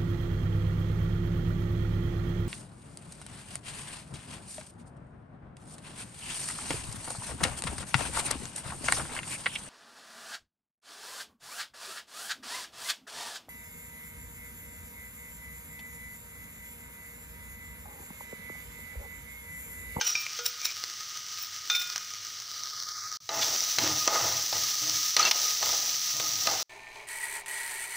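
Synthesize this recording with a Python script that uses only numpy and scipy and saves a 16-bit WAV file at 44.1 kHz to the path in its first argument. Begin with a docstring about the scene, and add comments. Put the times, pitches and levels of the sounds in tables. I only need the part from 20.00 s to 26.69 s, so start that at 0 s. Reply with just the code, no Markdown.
"""Onions sizzle in hot fat in a steel pan, close to the microphone in a small kitchen: random sparks over hiss.
A spoon clinks and rubs in a steel bowl (struck modes, stick-slip grit and squeals), while drops pop in the fat.
A hand reaches over the pan, and its delayed reflection hollows out the sizzle.
After a short break the sound fades back in with a louder frying, and a steel spatula knocks and scrapes
through the onions (noise through pan modes). A short room tail and a low hum lie behind; the sound drops out
again near the end."""
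import sys
import numpy as np
from scipy import signal
from scipy.fft import rfft, irfft, next_fast_len
from scipy.io import wavfile
from scipy.ndimage import uniform_filter1d, minimum_filter1d, map_coordinates

SR = 44100
rng = np.random.default_rng(int(sys.argv[2]) if len(sys.argv) > 2 else 0)


def unload_wav(signal):
    """Save mono or channel-first audio to the path in sys.argv[1] as 16-bit WAV at rate SR, clipped to [-1, 1]."""
    wavfile.write(
        sys.argv[1],
        SR,
        np.round(np.clip(np.atleast_2d(signal).T, -1, 1) * 32767).astype(np.int16),
    )


N = 295227

# Levels in the tables are relative: the functions add fixed lifts, and the microphone colours the sum.
# Colour of the fat under still onions, and under turned ones: (frequency [Hz], level [dB])
RESTING_COLOUR = [(60, -32), (250, -9.5), (420, -10.5), (1000, -11.5), (1500, -2), (2150, 2), (2550, -3.5),
                  (2900, 2.5), (3600, 0.5), (5000, 1.5), (9000, -1), (13000, -4), (15000, -2.5)]
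STIRRED_COLOUR = [(60, -13.5), (350, -18.5), (600, -14.5), (1050, -14.5), (1500, -11.5), (1900, -3.5),
                  (2300, -5.5), (2900, -3.5), (4000, -1.5), (5900, 1.5), (9000, -2), (15000, 0)]
# Loudest bursts of water in the fat: (time [s], level [dB], pitch [Hz], spray over that level [dB])
POPS = [(0.2646, -16.5, 2360, -1.5), (0.3317, -25, 5500, -1), (0.838, -17, 4800, 4.5),
        (1.9001, -19.5, 4950, 0), (1.9596, -16.5, 5550, 5), (1.9786, -19.5, 5780, 4),
        (2.1363, -25, 5700, 2), (2.2675, -25, 6180, -8), (2.3999, -25.5, 5470, 4), (2.6346, -24, 5820, 3.5),
        (2.824, -25, 6300, 7), (3.1255, -32, 4900, 9), (3.605, -15.5, 5670, 2), (4.8955, -11, 5570, -5)]
# Spray of a pop, and crack of a knock: (frequency [Hz], level [dB])
SPRAY_COLOUR = [(300, -13), (1800, 3), (5000, -7), (8000, -2), (13000, -1.5), (15500, -9)]
# Spoon meets bowl:
# (time [s], bowl ring [dB], spoon ring [dB], click [dB], most excited frequency [Hz])
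CLINKS = [(.011, -28, -14.5, -13, 1210), (.153, -49, -16.5, -23, 3170), (.389, -23, -40, -19.5, 810),
          (1.699, -16, -42, -9.5, 2100), (1.75, -20.5, -37, -24, 4440)]
# Ringing modes of bowl and spoon: (frequency [Hz], level [dB], t60 [s])
BOWL_MODES = [(482.5, -3.5, 0.39), (1281, -3, .16), (1434, -4.5, 0.73), (2455, -8.5, 0.96), (3580, 2, 0.39),
              (3680, -3, 0.17), (3643, -4, 0.36), (4260, -9, 0.096), (5286, -8.5, 0.67), (5700, -16, 0.17)]
SPOON_MODES = [(870, 1.5, 0.066), (1570, 4.5, 0.051), (1470, -21, 0.13), (2373, 2, 0.51), (2405, 10, 0.073),
               (2585, -12.5, 0.82), (3700, -12.5, 0.304), (4950, -4, 0.2), (5580, 0.5, 0.23)]
# Spoon slides on the bowl's wall:
# (middle [s], half length [s], rub [dB], squeal frequency [Hz], squeal [dB])
RUBS = [(.05, 0.038, -36, 2990, -28), (.088, 0.026, -21.5, 5730, -23.5), (.21, 0.014, -28, 15200, -31),
        (.465, 0.024, -27, 15000, -25), (.67, 0.036, -26.5, 2370, -29), (1.434, 0.037, -33.5, 15000, -31.5),
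        (1.758, 0.01, -29, 2395, -18.5), (1.785, 0.058, -26, 15200, -34)]
# Resonances of the rubbed wall: (frequency [Hz], width [Hz], level [dB])
RUB_MODES = [(2530, 77, -2), (3860, 50, 3), (5330, 170, 1), (5930, 50, -1), (7140, 240, -1),
             (8200, 320, -3.5), (8900, 170, 3), (10790, 290, 3.5), (13000, 430, 2), (15100, 250, -9.5),
             (15100, 200, 5.5)]
# Spatula strikes the pan: (time [s], click [dB], pan ring [dB], blade ring [dB], blade pitch [Hz])
KNOCKS = [(3.291, -18.5, -23.5, -15, 3940), (3.785, -3, -16, -9, 4200), (4.076, -5.5, -3, -25, 4350),
          (4.527, -14.5, -22, -26, 4420), (5.166, 4, -11.5, -4, 4280), (5.194, -4.5, -11.5, -2.5, 6000),
          (5.228, -19, -25, -1, 4370), (5.251, -8, -18, -6.5, 6030), (5.312, 3, -21, -1.5, 5500),
          (5.627, -15, -18.5, -18, 4440), (6.199, -12, -23, -19, 4400), (6.471, -6.5, -10, -18, 4200)]
# Spatula strokes: (landing [s], bearing down [s], hold [s], easing [dB/s], scrape [dB], push [dB],
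# surge of the frying [dB])
STROKES = [(3.297, 0.091, 0.028, 50, -36, -51, 2.5), (3.779, 0.07, .02, 81, -34.5, -37.5, 1.5),
           (4.065, 0.041, 0.038, 76, -28.5, -58, 0.5), (4.207, 0.055, .03, 110, -48.5, -42, 1.5),
           (4.525, 0.021, 0.015, 70, -43.5, -45, 2), (4.813, 0.016, 0.093, 120, -50, -47, 2.5),
           (5.173, 0.032, 0.063, 398, -29, -48.5, 1.1), (5.32, 0.048, 0.018, 69, -41, -61, 3.5),
           (5.609, .06, 0.031, 60, -38.5, -51, 2.5), (6.134, 0.099, .02, 44, -46.5, -46, 1.05),
           (6.456, 0.033, 0.029, 69, -36.5, -49.5, 0)]
# Bare edge grinds on steel and makes the pan groan or squeal:
# (middle [s], half length [s], grind [dB], tone [Hz], tone level [dB])
GRINDS = [(3.427, 0.01, -18.5, 3430, -24), (3.85, 0.038, -24.5, 307, -24), (4.135, 0.072, -33, 1235, -22),
          (5.205, 0.017, -11.5, 1263, -15.5), (5.263, 0.019, -15, 2695, -18), (6.54, 0.056, -30, 771, -32)]
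# Resonances of the pan, and of the pan rocking on the stove: (frequency [Hz], width [Hz], level [dB])
PAN_MODES = [(318, 6.3, -5), (457, 14, 0.5), (662, 14, 4), (686, 9.9, 3.5), (803, 41, -13.5),
             (866, 16.4, 10.5), (947, 47, -1.5), (1110, 43, 1.5), (1222, 51, 6), (1516, 99, 1),
             (1730, 310, -4.5), (2135, 150, -1), (2620, 240, -8.5)]
STOVE_MODES = [(96, 9.9, -3), (133.4, 16.5, -4.5), (216, 9.9, -10.5), (305.5, 12.4, -4)]
# Dull share of the scraping, and the bright contact of steel edges: (frequency [Hz], level [dB])
SCRAPE_COLOUR = [(100, -26), (250, -1.5), (500, 6), (800, 7), (1500, -3), (3000, -12), (7000, -3.5),
                 (16000, -37)]
EDGE_COLOUR = [(150, -36), (600, -14), (1300, -7.5), (2200, -2), (3000, -2.5), (4400, -3), (6000, -8.5),
               (9000, -10.5), (16000, -14)]
# The nearing hand mirrors the sizzle: (time [s], first cancelled frequency [Hz], reflected share [0-1])
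HAND = [(2.3, 2400, 0), (2.7, 2480, .55), (2.88, 2650, .8), (3.0, 2950, .9), (3.07, 3150, .9),
        (3.13, 2850, .7), (3.17, 2600, .55), (3.25, 2600, 0)]
# Low hum of the room: (frequency [Hz], level [dB])
HUM_COLOUR = [(20, -38), (55, -14), (85, 2.5), (100, 4), (130, -1), (170, -8), (400, -34.5), (2000, -54)]
# Decay of the kitchen: (frequency [Hz], t60 [s])
KITCHEN_DECAY = [(150, 0.45), (2000, 0.25), (12000, 0.1)]
# Response of the microphone: (frequency [Hz], level [dB])
MICROPHONE = [(30, -22), (100, -13), (2500, -11.5), (4000, -7.5), (5300, -4.5), (5900, -0.5), (6350, -5),
              (6800, -11.5), (7400, -12), (8200, -19.5), (11000, -23), (13800, -24.5), (14600, -10.5),
              (15500, -13)]
# Drop-outs: (start [s], end [s], level [dB])
BREAKS = [(3.172, 3.203, -37), (6.629, 6.7, -44)]

TOP_HZ = 15650  # middle of the upper band limit
# Still onions: starting level, its slow fall, and the lift under a fully reflecting hand
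RESTING_DB, SETTLING_DB_PER_S, COVER_DB = -29.5, 0.78, 3
# Turned onions: the sound fades in to a steady frying level, with a surge after each push
TURNING_S, FADE_IN_FULL_S, FADE_IN_DB_PER_S, STIRRED_DB, SURGE_LAG_S = 3.19, 3.42, 108, -21, 0.088
# Pressure at first touch against full pressure; sharp crack of a knock over the table's click level
LANDING_DB, CRACK_DB = -3.5, 6
# Gain control: threshold, share of the excess taken off, speed of recovery
LIMIT_DB, SQUEEZE, RECOVERY_DB_PER_S = -20.5, 0.57, 133


def amp(db):
    """Decibels to gain."""
    return 10 ** (np.asarray(db) / 20)


def unit(x):
    """Scale to rms 1."""
    return x / np.sqrt(np.mean(x ** 2) + 1e-20)


def clock():
    """The time of every sample [s]."""
    return np.arange(N) / SR


def since(s):
    """Seconds gone by since s, zero before it."""
    return np.maximum(clock() - s, 0)


def along(points, hz):
    """Interpolate (frequency, value) points on a log frequency axis."""
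    f, v = np.transpose(points)
    return np.interp(np.log(hz + 1), np.log(f + 1), v)


def curves(rows):
    """One value per sample for each column after the time."""
    s, *columns = np.transpose(rows)
    return [np.interp(clock(), s, column) for column in columns]


def wobble(rate):
    """A smooth random curve with rate knots a second."""
    knots = rng.standard_normal(int(N * rate / SR) + 4)
    return map_coordinates(knots, [np.arange(N) * rate / SR])


def filtered(x, response):
    """Multiply the spectrum of x by a complex response of frequency."""
    size = next_fast_len(len(x) + SR // 4, real=True)
    spectrum = rfft(x, size) * response(np.fft.rfftfreq(size, 1 / SR))
    return irfft(spectrum, size)[:len(x)]


def coloured(x, points, size=4096):
    """Causal minimum-phase filter with the gain of (Hz, dB) points."""
    cepstrum = irfft(np.log(amp(along(points, np.fft.rfftfreq(size, 1 / SR)))))
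    # folding the cepstrum forward in time makes the filter causal
    cepstrum[1:size // 2] *= 2
    cepstrum[size // 2 + 1:] = 0
    impulse = irfft(np.exp(rfft(cepstrum)))[:size // 2]
    return signal.fftconvolve(x, impulse)[:len(x)]


def resonate(x, modes):
    """Pass x through parallel resonances of alternating sign: (Hz, width Hz, dB)."""
    def response(f):
        total = 0
        for k, (centre, width, db) in enumerate(modes):
            damping = 1j * f * width
            total = total + (-1) ** k * amp(db) * damping / (centre * centre - f * f + damping)
        return total
    return filtered(x, response)


def add(track, s, sound):
    """Mix a sound into the track at time s."""
    part = track[max(round(s * SR), 0):][:len(sound)]
    part += sound[:len(part)]


def burst(t60):
    """Half a second of noise that dies away."""
    t = np.arange(SR // 2) / SR
    return rng.standard_normal(len(t)) * amp(-60 * t / t60)


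def swell(middle, half):
    """A bell-shaped rise and fall."""
    return np.exp(-.5 * ((clock() - middle) / half) ** 2)


def sparks(rate, spread_db):
    """Random impulses of rms 1, rate a second: many small, a few large."""
    size = amp(spread_db * np.minimum(rng.standard_normal(N), np.pi))
    struck = rng.random(N) < rate / SR
    return unit(size * rng.choice([-1, 1], N) * struck)


def fizz(spectrum, rate, spread_db, hiss_db):
    """Tiny steam bubbles burst over a hiss of countless smaller ones."""
    hiss = amp(hiss_db) * rng.standard_normal(N)
    return unit(coloured(sparks(rate, spread_db) + hiss, spectrum))


def surges():
    """Each stroke lays wet onion on hot steel: the frying swells and settles again [dB]."""
    total = np.zeros(N)
    for s, rise, *_, surge_db in STROKES:
        age = since(s) / (rise + SURGE_LAG_S)
        total += surge_db * age * np.exp(1 - age)
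    return total


def frying():
    """The fat fizzes quietly, then, after the break, fades in louder over turned onion."""
    t, cover = clock(), curves(HAND)[1]
    resting_db = RESTING_DB - SETTLING_DB_PER_S * t + COVER_DB * cover
    fade_in_db = FADE_IN_DB_PER_S * np.minimum(t - FADE_IN_FULL_S, 0)
    stirred_db = STIRRED_DB + fade_in_db + surges()
    resting = amp(resting_db) * fizz(RESTING_COLOUR, rate=2300, spread_db=7.5, hiss_db=2.5)
    stirred = amp(stirred_db) * fizz(STIRRED_COLOUR, rate=3500, spread_db=6.0, hiss_db=1.5)
    sizzle = np.where(t < TURNING_S, resting, stirred) * amp(0.93 * wobble(30))
    # the hollow of the pan gives one vowel-like note, stronger when the hand covers it
    hollow = resonate(sizzle * amp(6.5 * cover), [(1245.7, 41.0, 18)])
    return sizzle + hollow


def room_hum():
    """Steady low noise of the room behind the pan."""
    return amp(-54.5) * unit(coloured(rng.standard_normal(N), HUM_COLOUR))


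def kitchen(x):
    """A short tiled-room tail; the treble dies first."""
    hz, t, z = signal.stft(rng.standard_normal(SR // 2), SR, nperseg=256)
    decay = amp(-60 * t / along(KITCHEN_DECAY, hz)[:, None])
    tail = signal.istft(z * decay, SR, nperseg=256)[1]
    delayed = np.pad(tail, (SR // 300, 0))  # the tail starts 3.3 ms after the direct sound
    return signal.fftconvolve(x, delayed / np.linalg.norm(tail))[:N]


def ring(modes, centre_hz, octaves):
    """Struck steel: the place of contact favours the modes around one pitch."""
    t = np.arange(SR * 3 // 4) / SR
    total = np.zeros(len(t))
    for hz, db, t60 in modes:
        favour = np.exp(-.5 * (np.log2(hz / centre_hz) / octaves) ** 2)
        decay = amp(db + rng.standard_normal() - 60 * t / t60)
        total += favour * decay * np.sin(2 * np.pi * (hz * t + rng.random()))
    return total


def shimmer(count):
    """The crowd of weak, short modes of thin steel; every contact finds different ones."""
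    t = np.arange(SR // 2) / SR
    total = np.zeros(len(t))
    for pitch, life, phase in rng.random((count, 3)):
        decay = amp(-60 * t / (0.042 + 0.16 * life))
        total += decay * np.sin(2 * np.pi * ((800 + 5500 * pitch) * t + phase))
    return unit(total)


def tink(hz):
    """A hand-held steel edge rings for a moment."""
    t = np.arange(SR // 10) / SR
    return np.sin(2 * np.pi * hz * t) * amp(-60 * t / 0.028) * (1 - np.exp(-t / 0.001))


def sliding(rows, wall, waver, waver_rate):
    """Steel sticks and slips on steel: a gritty swell with a rough squeal, its phase wavering [rad]."""
    out = np.zeros(N)
    phase = waver * wobble(waver_rate)
    strength = amp(4.8 * wobble(100))
    for s, half, db, hz, squeal_db in rows:
        squeal = strength * np.sin(2 * np.pi * hz * clock() + phase)
        out += swell(s, half) * (amp(db) * wall + amp(squeal_db) * squeal)
    return out


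def spoon():
    """The spoon taps the bowl and slides, squealing, along its wall."""
    rings, clicks = np.zeros((2, N))
    for s, bowl_db, spoon_db, click_db, hz in CLINKS:
        add(rings, s, amp(bowl_db) * ring(BOWL_MODES, hz, octaves=0.94))
        add(rings, s, amp(spoon_db) * ring(SPOON_MODES, hz, octaves=0.49))
        add(rings, s, amp(click_db - 27.5) * shimmer(count=36))
        add(rings, s, amp(click_db) * tink(6250))
        add(clicks, s, amp(click_db + 4) * burst(t60=0.053))
    slips = sparks(rate=2000, spread_db=3.0)
    grit = unit(resonate(slips, RUB_MODES) + amp(-5.5) * coloured(slips, EDGE_COLOUR))
    wall = grit * amp(4.9 * wobble(110))
    return rings + coloured(clicks, EDGE_COLOUR) + sliding(RUBS, wall, waver=1.1, waver_rate=360)


def ping(hz):
    """A few cycles that swell and soon die away, faster at a higher pitch."""
    t = np.arange(SR // 50) / SR
    age = hz * t / 1.1  # the swell peaks after 1.1 cycles
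    return np.sin(2 * np.pi * hz * t) * age * np.exp(1 - age)


def pops():
    """Larger drops burst with a trace of spray and, a millisecond later, a ping."""
    pings, spray = np.zeros((2, N))
    for s, db, hz, spray_db in POPS:
        add(pings, s + 0.001037, amp(db + 7) * ping(hz))
        add(spray, s, amp(db + spray_db) * burst(t60=0.022))
    return pings + coloured(spray, SPRAY_COLOUR)


def past_hand(x):
    """The hand's echo comes half a cycle late at one pitch and weakens it."""
    notch_hz, share = curves(HAND)

    def mirror(hz):
        # long waves bend round the hand, and its curves scatter the shortest ones
        return 1 / (1 + (900 / (hz + 1)) ** 4) / (1 + (hz / 6200) ** 6)
    half_cycle = SR / (2 * notch_hz)  # samples
    echo = map_coordinates(filtered(x, mirror), [np.arange(N) - half_cycle])
    return (x + share * echo) / np.sqrt(1 + share ** 2)


def through_pan(x, dull_db):
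    """The pan's modes, plus the dull share that the onions damp."""
    return resonate(x, PAN_MODES) + amp(dull_db) * coloured(x, SCRAPE_COLOUR)


def knocks():
    """The blade strikes the pan: click, sharp crack, and both pieces of steel ringing."""
    clicks, cracks, blows, blade = np.zeros((4, N))
    for s, click_db, pan_db, blade_db, hz in KNOCKS:
        add(clicks, s, amp(click_db + 5) * burst(t60=0.039))
        add(cracks, s, amp(click_db + CRACK_DB) * burst(t60=0.0038))
        add(blade, s, amp(blade_db) * tink(hz))
        add(blows, s, amp(pan_db + 14.5) * burst(t60=0.024))
        add(blows, s, amp(pan_db + 2.5) * ping(1240))
    contact = coloured(clicks, EDGE_COLOUR) + coloured(cracks, SPRAY_COLOUR)
    return blade + through_pan(blows, dull_db=-3.5) + contact


def pressure(s, rise, hold, easing_db_per_s):
    """The force on the blade, 1 at its fullest: it lands lightly, bears down, holds and eases off."""
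    age = since(s)
    db = LANDING_DB * np.maximum(1 - age / rise, 0) - easing_db_per_s * since(s + rise + hold)
    return amp(db) * np.minimum(age / .004, 1)


def strokes():
    """The blade drags over the steel under pressure and rocks the pan on the stove."""
    scrape, push = np.zeros((2, N))
    for s, rise, hold, easing, scrape_db, push_db, _ in STROKES:
        force = pressure(s, rise, hold, easing)
        scrape += force * amp(scrape_db + 10.5)
        push += force * amp(push_db + 8.5)
    chatter = amp(1.8 * wobble(60))
    drag = scrape * chatter * unit(through_pan(sparks(rate=3500, spread_db=5.0), dull_db=-5))
    rocking = push * unit(resonate(sparks(rate=1800, spread_db=3.5), STOVE_MODES))
    return drag + rocking


def grinds():
    """The bare edge sticks and slips on the steel, with groans and squeals."""
    grit = unit(coloured(sparks(rate=8800, spread_db=-1), EDGE_COLOUR))
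    return sliding(GRINDS, grit, waver=0.77, waver_rate=160)


def gain_control(x):
    """The gain ducks just ahead of a loud blow and creeps back up."""
    power = uniform_filter1d(x ** 2, size=160)
    excess_db = np.maximum(10 * np.log10(np.abs(power) + 1e-12) - LIMIT_DB, 0)
    recovered_db = RECOVERY_DB_PER_S * clock()
    # a running maximum over a rising ramp: instant ducking, steady recovery
    gain_db = recovered_db - np.maximum.accumulate(SQUEEZE * excess_db + recovered_db)
    early_db = minimum_filter1d(gain_db, size=700)
    return x * amp(uniform_filter1d(early_db, size=600))


def drop_outs():
    """A gain that dips for the short breaks, with slightly rounded edges."""
    gain = np.ones(N)
    for start, end, db in BREAKS:
        gain[(clock() > start) & (clock() < end)] = amp(db)
    return uniform_filter1d(gain, size=64)


def scene():
    """Everything reaches one close microphone, over the room tail and a low hum."""
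    near = frying() + spoon() + pops() + knocks() + strokes() + grinds()
    mono = past_hand(near + amp(-15.5) * kitchen(near)) + room_hum()
    return np.array([mono, mono])


def record(dry):
    """The microphone's port resonances, gain control, brief drop-outs and the band limit."""
    gain = drop_outs()

    def low_pass(hz):
        return np.clip((TOP_HZ - hz) / 200 + .5, 0, 1)
    sides = []
    for side in dry:
        levelled = gain_control(coloured(side, MICROPHONE))
        sides.append(filtered(gain * levelled, low_pass))
    return np.array(sides)


dry = scene()
out = record(dry)
unload_wav(out)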